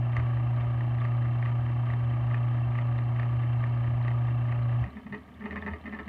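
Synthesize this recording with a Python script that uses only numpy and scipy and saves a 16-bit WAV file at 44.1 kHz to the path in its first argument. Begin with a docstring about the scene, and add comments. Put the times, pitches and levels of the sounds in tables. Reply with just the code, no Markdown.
"""A bare washing-machine induction motor runs on a wooden block on a bench: mains hum, rolling bearings,
and a loose knock once per turn that comes and goes with the slow beat between rotor and field.
A clockwork timer ticks throughout; it cuts the power at 4.826 s and the hum stops within a fraction of a second.
The motor then coasts, rocking and rattling on its block in short bursts while the bench drones.
Hum, whirr and drone are sines, rolling and air shaped noise, knocks and ticks clicks ringing modes."""
import sys
import numpy as np
from scipy import signal
from scipy.fft import rfft, irfft, next_fast_len
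from scipy.io import wavfile
from scipy.ndimage import map_coordinates

SR = 44100
rng = np.random.default_rng(int(sys.argv[2]) if len(sys.argv) > 2 else 0)


def file_out(sig):
    """Save sig as 16-bit WAV at sys.argv[1]."""
    # one column per channel
    cols = np.atleast_2d(sig).T
    # limit, then scale
    lim = np.clip(cols, -1, 1)
    pcm = np.round(lim * 32767).astype(np.int16)
    wavfile.write(sys.argv[1], SR, pcm)


N = 268524
TIME = np.arange(N) / SR

MAINS_HZ, SHAFT_HZ = 59.895, 29.377
POWER_OFF_S = 4.826
BEAT_S, BEAT_PEAK_S = 0.4345, 0.17   # beat between rotor and field; a moment of greatest load
KNOCK_AT_S = 0.166   # first hard knock
ROCK_HZ = 206.7   # bounce rate on the block
KNOCK_ROOM_T60_S = 0.15

# rolling of the coasting motor: t/s, level/dB re powered run
COAST = [(4.84, 1), (4.92, -8.5), (5.02, -11), (5.36, -12), (5.5, -5), (5.8, -8), (6.09, -6)]
# bursts of rocking while coasting: start/s, length/s, rattle peak/dB, swell rms/dB (nominal levels)
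BURSTS = [(4.875, .012, -48, -42), (4.968, .008, -38, -39), (5.066, 0.0035, -38, -39.5),
          (5.124, 0.029, -33, -36.5), (5.408, 0.015, -40.5, -42.5), (5.439, .004, -38, -46),
          (5.4567, 0.0094, -30.5, -38), (5.509, 0.02, -33.5, -40.5), (5.559, 0.021, -31.5, -36),
          (5.623, 0.0035, -31.5, -45), (5.663, 0.022, -29.5, -36), (5.713, .004, -38.5, -42),
          (5.7342, .008, -30.5, -48), (5.856, .028, -35.5, -42), (5.924, 0.026, -34, -38),
          (5.988, 0.019, -31.5, -44), (6.078, 0.01, -33.5, -40)]


def from_db(db):
    """Decibels to gain."""
    return 10 ** (np.asarray(db) / 20)


def rms_one(x):
    """Scale to unit rms."""
    return x / np.sqrt(np.mean(x ** 2) + 1e-20)


def in_time(rows):
    """Each column of a curve, interpolated at every sample."""
    s, *columns = np.transpose(rows)
    return [np.interp(TIME, s, c) for c in columns]


def coloured(x, spectrum):
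    """Shape a signal by gains (f/Hz, level/dB), falling 20 dB per octave outside them; rms 1."""
    hz, db = np.transpose(spectrum)
    size = next_fast_len(N + SR // 4)
    bins_hz = np.maximum(np.arange(size // 2 + 1) * SR / size, 1)
    outside_octaves = np.abs(np.log2(bins_hz / np.clip(bins_hz, hz[0], hz[-1])))
    gain = from_db(np.interp(np.log(bins_hz), np.log(hz), db) - 20 * outside_octaves)
    return rms_one(irfft(rfft(x, size) * gain, size)[:N])


def drift(rate_hz):
    """Slow chance: straight lines between random knots of spread 1."""
    knots = rng.standard_normal(1024)
    return np.interp(TIME * rate_hz, np.arange(len(knots)), knots)


def decay(t_s, t60_s):
    """Exponential fall of 60 dB in t60."""
    return np.exp(-np.log(1000) * t_s / t60_s)


def ring(clicks, hz, t60_s):
    """A two-pole resonator: a unit click starts a decaying sine of height 1."""
    r, w = decay(1 / SR, t60_s), 2 * np.pi * hz / SR
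    return signal.lfilter([0, np.sin(w)], [1, -2 * r * np.cos(w), r * r], clicks + 1e-18)


def click_train(rows):
    """One click per row (t/s, level/dB)."""
    s, db = np.transpose(rows)
    clicks = np.zeros(N)
    clicks[np.clip((s * SR).astype(int), 0, N - 1)] = from_db(db)
    return clicks


def strikes(rows, modes, scatter_db):
    """Each contact (t/s, level/dB) rings every mode (f/Hz, level/dB, t60/s) with a strength of its own."""
    hz, db, t60_s = np.transpose(modes)[:, :, None]
    t = TIME[:SR // 10]
    signs = (-1) ** np.arange(len(modes))[:, None]
    rings = signs * from_db(db) * decay(t, t60_s) * np.sin(2 * np.pi * hz * t)
    hits = from_db(scatter_db * rng.standard_normal((len(rows), len(modes)))) @ rings
    out = np.zeros(N + SR)
    for (s, level_db), hit in zip(rows, hits):
        start = max(int(s * SR), 0)
        out[start:start + len(t)] += from_db(level_db) * hit
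    return out[:N]


def contact(clicks, edge_hz):
    """A blunt contact pushes for a fraction of a millisecond, which dulls the click: a low-pass."""
    return signal.sosfilt(signal.butter(2, min(edge_hz, 0.45 * SR), fs=SR, output="sos"), clicks)


def room(x, wet_db, t60_s):
    """Dense reflections of a small workshop, a decaying noise tail, follow the direct sound."""
    t = TIME[:SR // 2]
    tail = rng.standard_normal(len(t)) * decay(t, t60_s) * (t > 0.004)
    tail = tail / np.sqrt(np.sum(tail ** 2))
    return x + from_db(wet_db) * signal.fftconvolve(x, tail)[:N]


def rotor_time(spin_down_s):
    """Seconds of full-speed turning done so far; friction slows the rotor once the power is off."""
    speed = np.exp(-np.maximum(TIME - POWER_OFF_S, 0) / spin_down_s)
    return np.cumsum(speed) / SR


def power(fade_s):
    """One while the current flows, then an exponential decay."""
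    return np.exp(-np.maximum(TIME - POWER_OFF_S, 0) / fade_s)


def rolling_force(turned_s, fresh, grain_db, throb, throb_at_s):
    """Rolling grain repeats with every beat, plus fresh noise; the load swings once per turn."""
    count = int(BEAT_S * SR)
    pits = rng.standard_normal(count) * from_db(grain_db * drift(400)[:count])
    repeating = map_coordinates(rms_one(pits), [turned_s * SR % count], order=3, mode="wrap")
    load = 1 + throb * np.cos(2 * np.pi * SHAFT_HZ * (turned_s - throb_at_s))
    return (repeating + fresh * rng.standard_normal(N)) * load


def room_air():
    """Steady noise of the room air."""
    # spectrum: f/Hz, density/dB (relative)
    spectrum = [(30, 14), (120, 27), (250, 28.5), (500, 20.5), (1500, 9), (4000, 3.5), (7000, -2),
                (13000, -2.5), (15000, -6), (16000, 0.5)]
    return from_db(-65.0) * coloured(rng.standard_normal(N), spectrum)


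def snaps(t60_s):
    """A few crisp snaps of decaying band-passed noise, the last ones as the power is cut."""
    # snaps: t/s, click height/dB (before filtering)
    snap_rows = [(0.167, -41), (4.811, -51), (4.840, -53)]
    t = TIME[:SR // 20]
    crack = rng.standard_normal(len(t)) * decay(t, t60_s)
    crack = signal.sosfilt(signal.butter(2, [2200, 7000], "band", fs=SR, output="sos"), crack)
    return contact(np.convolve(click_train(snap_rows), crack)[:N], edge_hz=3400)


def timer(tick_db, tock_db):
    """The clockwork escapement ticks fast and a little unevenly, tick stronger than tock, in its case."""
    # modes of the plastic case: f/Hz, level/dB, t60/s
    case_modes = [(3200, -6, 0.0078), (3095, -1, 0.013), (3530, -8.5, 0.019), (4070, -12, 0.024),
                  (4580, -17.5, 0.014), (5360, -24.5, 0.007)]
    ticks_per_s = 36.4
    index = np.arange(int(N / SR * ticks_per_s))
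    s = (index + 0.5 + 0.05 * rng.standard_normal(len(index))) / ticks_per_s
    rows = np.column_stack([s, tick_db + tock_db * (index % 2)])
    case = strikes(rows, case_modes, scatter_db=5.5)
    return room(contact(case, edge_hz=5500), wet_db=-6.0, t60_s=0.032)


def bench(turned_s):
    """The bench top rumbles under power, thuds now and then and drones during the coast."""
    # rumble spectrum: f/Hz, density/dB (relative)
    rumble_spectrum = [(20, -27), (40, -17), (55, -8), (68, 1.5), (84, -1.5), (100, -8.5), (130, -10.5),
                       (180, -38)]
    # drone under the coasting motor: t/s, f/Hz, rms/dB (before its drift)
    drone_curve = [(4.8, 69.3, -69.5), (4.86, 68.5, -39), (4.94, 72.6, -59), (5.45, 76.35, -55),
                   (5.54, 77.6, -43.5), (5.68, 83, -48), (5.735, 80, -34), (5.79, 77.5, -51),
                   (6.09, 72.4, -48.5)]
    # thuds: t/s, f/Hz, peak/dB (before the high-pass)
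    thud_rows = [(0.179, 80.3, -24.5), (1.59, 77, -27.5), (2.02, 79, -34.5), (3.878, 78.3, -27.5),
                 (4.811, 79.5, -30), (5.11, 137, -39)]
    force = rolling_force(turned_s, fresh=1.1, grain_db=1.0, throb=0.091, throb_at_s=0.034)
    rumble = from_db(-43.5) * coloured(force, rumble_spectrum) * power(fade_s=0.065)
    hz, db = in_time(drone_curve)
    drone = np.sqrt(2) * from_db(db + 1.5 * drift(25)) * np.sin(2 * np.pi * np.cumsum(hz) / SR)
    thuds = sum(ring(click_train([(s, peak_db)]), pitch_hz, t60_s=0.3)
                for s, pitch_hz, peak_db in thud_rows)
    thuds = signal.sosfilt(signal.butter(2, 50, "high", fs=SR, output="sos"), thuds)
    return rumble + drone + thuds


def rotor_tones(turned_s, waver_db):
    """The rotor's tones swell in turn through each beat, so the whirr seems to wander up and down."""
    # tones: f/Hz at full speed, rms/dB mid-swell, swell peak/s after the greatest load
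    tone_rows = [(324.4, -61, 0.2), (386, -65, 0.023), (565, -61, .161), (591, -63.5, 0.052),
                 (657.5, -61, .366), (712.6, -62.5, 0.03), (764.2, -63.5, 0.2), (1233, -63, 0.028)]
    depth_db = 5
    tones = 0
    for hz, db, swell_s in tone_rows:
        swell_db = depth_db * np.cos(2 * np.pi * (turned_s - BEAT_PEAK_S - swell_s) / BEAT_S)
        gain = from_db(db + swell_db + waver_db * drift(4.8))
        tones = tones + gain * np.sin(2 * np.pi * (hz * turned_s + rng.random()))
    return np.sqrt(2) * tones * power(fade_s=0.063)


def bearing_load(turned_s, wander_db):
    """Bearing load in dB: it swells as the rotor slips past the poles and jumps at the first hard knock."""
    # load swing: multiple of the beat rate, swing/dB
    swings = [(1, 0.44), (2, 0.53), (4, 0.72)]
    jolt_db, settle_s = 3, 0.11
    beat_phase = 2 * np.pi * (turned_s - BEAT_PEAK_S) / BEAT_S
    swing_db = sum(db * np.cos(k * beat_phase) for k, db in swings)
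    since_knock_s = TIME - KNOCK_AT_S
    jolt = jolt_db * np.exp(-np.abs(since_knock_s) / settle_s) * (since_knock_s > 0)
    return (swing_db + jolt + wander_db * drift(8.3)) * power(fade_s=0.03)


def bearings(turned_s):
    """Rolling shakes the frame, rings the end shield and hisses in the races."""
    # spectrum of the frame: f/Hz, density/dB (relative)
    frame_spectrum = [(110, -12), (150, 3.5), (200, -7.5), (300, 1), (370, -10.5), (490, -11), (580, -4.5),
                      (760, -2.5), (880, -10.5), (960, -2), (1030, -12.5), (1300, -10), (1500, -26.5)]
    # spectrum of the end shield: f/Hz, density/dB (relative)
    shield_spectrum = [(950, -31), (1060, -6), (1130, 5), (1220, 3), (1320, -9.5), (1450, -14.5),
                       (1650, -4.5), (1900, -13.5), (2300, -15.5), (2600, -26.5), (3200, -54)]
    # spectrum of the races: f/Hz, density/dB (relative)
    race_spectrum = [(1300, -20.5), (1700, 1), (2300, -1), (2530, -10.5), (2700, -2.5), (2900, -6.5),
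                     (3080, -0.5), (3300, -16.5), (3900, -19), (4500, -25), (5200, -33.5), (9000, -40.5),
                     (12000, -50.5)]
    # narrow ring of the races, pulsing with each turn: f/Hz, density/dB (relative)
    ring_spectrum = [(2450, -29.5), (2630, -7), (2702, 2.5), (2790, -5.5), (2950, -28)]
    coast_db, = in_time(COAST)
    load_db = bearing_load(turned_s, wander_db=0.1)

    force = rolling_force(turned_s, fresh=0.32, grain_db=1.5, throb=0.26, throb_at_s=0.03)
    frame = from_db(-48 + 0.5 * load_db) * coloured(force, frame_spectrum)

    # the end shield answers load more steeply than the frame
    force = rolling_force(turned_s, fresh=0.6, grain_db=1.5, throb=0.31, throb_at_s=0.03)
    shield = from_db(-51 + 1.9 * load_db) * coloured(force, shield_spectrum)

    force = rolling_force(turned_s, fresh=1.0, grain_db=3.0, throb=0.2, throb_at_s=0.029)
    races = from_db(-57.0 + 0.8 * coast_db + 0.85 * load_db) * coloured(force, race_spectrum)

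    force = rolling_force(turned_s, fresh=0.99, grain_db=0.5, throb=0.92, throb_at_s=0.02)
    race_ring = from_db(-65.5 + 1.3 * coast_db) * coloured(force, ring_spectrum)
    return (frame + shield) * from_db(coast_db) + races + race_ring


def hum(waver_db):
    """The field squeezes the stator twice per mains cycle: wavering sines at multiples of that rate."""
    # harmonics: multiple of twice the mains frequency, rms/dB (before the waver)
    harmonics = [(1, -26.5), (2, -48), (3, -58.5), (5, -61), (6, -63), (7, -58), (8, -66.5), (9, -71),
                 (10, -62.5)]
    tones = 0
    for k, db in harmonics:
        gain = from_db(db + waver_db * np.sqrt(k) * drift(9))
        tones = tones + gain * np.sin(2 * np.pi * (2 * k * MAINS_HZ * TIME + rng.random()))
    return np.sqrt(2) * tones * power(fade_s=0.023)


def spell(from_peak_s):
    """Strength 0 to 1 of a knocking spell: builds over a few turns, breaks off, returns every beat."""
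    rise_s, fall_s = 0.06, 0.028
    off_s = (from_peak_s + BEAT_S / 2) % BEAT_S - BEAT_S / 2
    return np.exp(-(off_s / np.where(off_s < 0, rise_s, fall_s)) ** 2)


def turn_knocks(scatter_db, stray_s):
    """Rows (t/s, level/dB): a knock per powered turn, strong and weak spell per beat; hard ones replace."""
    # turns on which the rotor knocks hard: t/s, level/dB
    hard_knocks = [(.166, -24.5), (0.1981, -31), (.8073, -32.5), (1.016, -32.5), (1.05, -27.5),
                   (1.4588, -30), (2.3435, -26), (2.7524, -30.5), (2.7871, -31), (2.9866, -30.5),
                   (3.6384, -30), (4.5232, -29.5), (4.840, -30.5)]
    spell_db, half_spell_db, lull_db = -34.5, -43, -51   # beat peak, half-way between peaks, lulls
    s = np.arange(KNOCK_AT_S % (1 / SHAFT_HZ), POWER_OFF_S, 1 / SHAFT_HZ)
    strong = from_db(spell_db) * spell(s - BEAT_PEAK_S)
    weak = from_db(half_spell_db) * spell(s - BEAT_PEAK_S - BEAT_S / 2)
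    db = 20 * np.log10(strong + weak + from_db(lull_db))
    rows = np.column_stack([s, db]) + rng.standard_normal((len(s), 2)) * [stray_s, scatter_db]
    nearest_hard_s = np.abs(s[:, None] - np.array(hard_knocks)[:, 0]).min(axis=1)
    return np.vstack([rows[nearest_hard_s > 0.5 / SHAFT_HZ], hard_knocks])


def rocking(rough, waver_rad):
    """The coasting motor bounces unevenly on its feet, one swell per burst, over a low wobble."""
    # wobble spectrum: f/Hz, density/dB (relative)
    wobble_spectrum = [(60, -4.5), (90, 0.5), (125, -3), (170, -3.5), (215, 1.5), (255, 6), (310, -14.5),
                       (420, -8.5), (520, -20)]
    spread_s = 0.013   # added to half the burst length
    bounce = np.sin(2 * np.pi * ROCK_HZ * TIME + waver_rad * drift(45))
    swells = 0
    for start_s, length_s, _, db in BURSTS:
        from_middle_s = TIME - start_s - length_s / 2
        swells = swells + from_db(db) * np.exp(-(from_middle_s / (length_s / 2 + spread_s)) ** 2)
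    wobble = from_db(-51.0) * coloured(rng.standard_normal(N), wobble_spectrum)
    wobble = wobble * (1 - power(fade_s=0.027))
    return np.sqrt(2) * swells * bounce * (1 + rough * drift(130)) + wobble


def burst_contacts(glancing_db, stray_s):
    """Rows (t/s, level/dB): a landing per bounce in each burst, square at first, then glancing."""
    rows = []
    for start_s, length_s, db, _ in BURSTS:
        early_late, glance = rng.random(size=(2, 16))
        after_s = np.arange(1, len(glance) + 1) / ROCK_HZ
        landing_s = start_s + after_s + stray_s * (2 * early_late - 1)
        bounces = np.column_stack([landing_s, db - glancing_db * glance ** 2])
        rows += [(start_s, db), *bounces[after_s < length_s]]
    return rows


def stray_contacts(follows, scatter_db):
    """Rows (t/s, level/dB): light stray touches, stronger when the coasting motor rolls harder."""
    from_s, per_s, level_db = 4.92, 36, -36   # level: upper limit at 0 dB rolling
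    count = int(per_s * (N / SR - from_s))
    early_late, softer = rng.random(size=(256, 2))[:count].T
    s = from_s + (np.arange(count) + early_late) / per_s
    coast_db = np.interp(s, *np.transpose(COAST))
    return list(np.column_stack([s, level_db + follows * coast_db - scatter_db * softer]))


def housing_contacts():
    """Knocks under power and rattle and landings in the coast ring the modes of the motor housing."""
    # modes of the housing: f/Hz, level/dB, t60/s
    modes = [(320.5, -23, 0.11), (422, -25.5, 0.097), (568.5, -24.5, 0.083), (635, -23, 0.06),
             (765, -21.5, 0.043), (933, -15, 0.019), (1134, -16.5, 0.033), (1304, -19.5, 0.077),
             (1785, -3.5, 0.021), (1945, 0, 0.012), (2145, -7.5, .013), (2480, -16.5, 0.026),
             (2886, -26.5, 0.04), (3640, -29, 0.025), (4540, -35, 0.031), (5540, -41, 0.029),
             (6600, -42, 0.012)]
    rows = turn_knocks(scatter_db=3.2, stray_s=0.00045)
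    knocks = contact(strikes(rows, modes, scatter_db=2.4), edge_hz=4000)
    knocks = room(knocks, wet_db=-8.5, t60_s=KNOCK_ROOM_T60_S)

    rows = burst_contacts(glancing_db=6, stray_s=0.001) + stray_contacts(follows=1.34, scatter_db=6)
    rattle = contact(strikes(rows, modes, scatter_db=3.0), edge_hz=3600)
    rattle = room(rattle, wet_db=-7, t60_s=KNOCK_ROOM_T60_S)

    # landing on the block is softer and heavier: body below the housing's main ring
    landing = contact(strikes(rows, modes, scatter_db=3.0), edge_hz=1180)
    landing = from_db(0.5) * room(landing, wet_db=4.5, t60_s=KNOCK_ROOM_T60_S)
    return knocks + rattle + landing


def scene():
    """Room air, snaps, timer, bench and motor at one microphone."""
    turned_s = rotor_time(spin_down_s=5.0)
    background = room_air() + snaps(t60_s=0.023) + timer(tick_db=-56.5, tock_db=-4.0) + bench(turned_s)
    running = rotor_tones(turned_s, waver_db=1.0) + bearings(turned_s) + hum(waver_db=0.48)
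    loose = rocking(rough=0.36, waver_rad=1.0) + housing_contacts()
    return (background + running + loose)[None]


def record(dry):
    """A steep low-pass cuts the top at 15.5 kHz."""
    return signal.sosfilt(signal.ellip(10, 0.1, 80, 15500, fs=SR, output="sos"), dry)


dry = scene()
out = record(dry)
file_out(out)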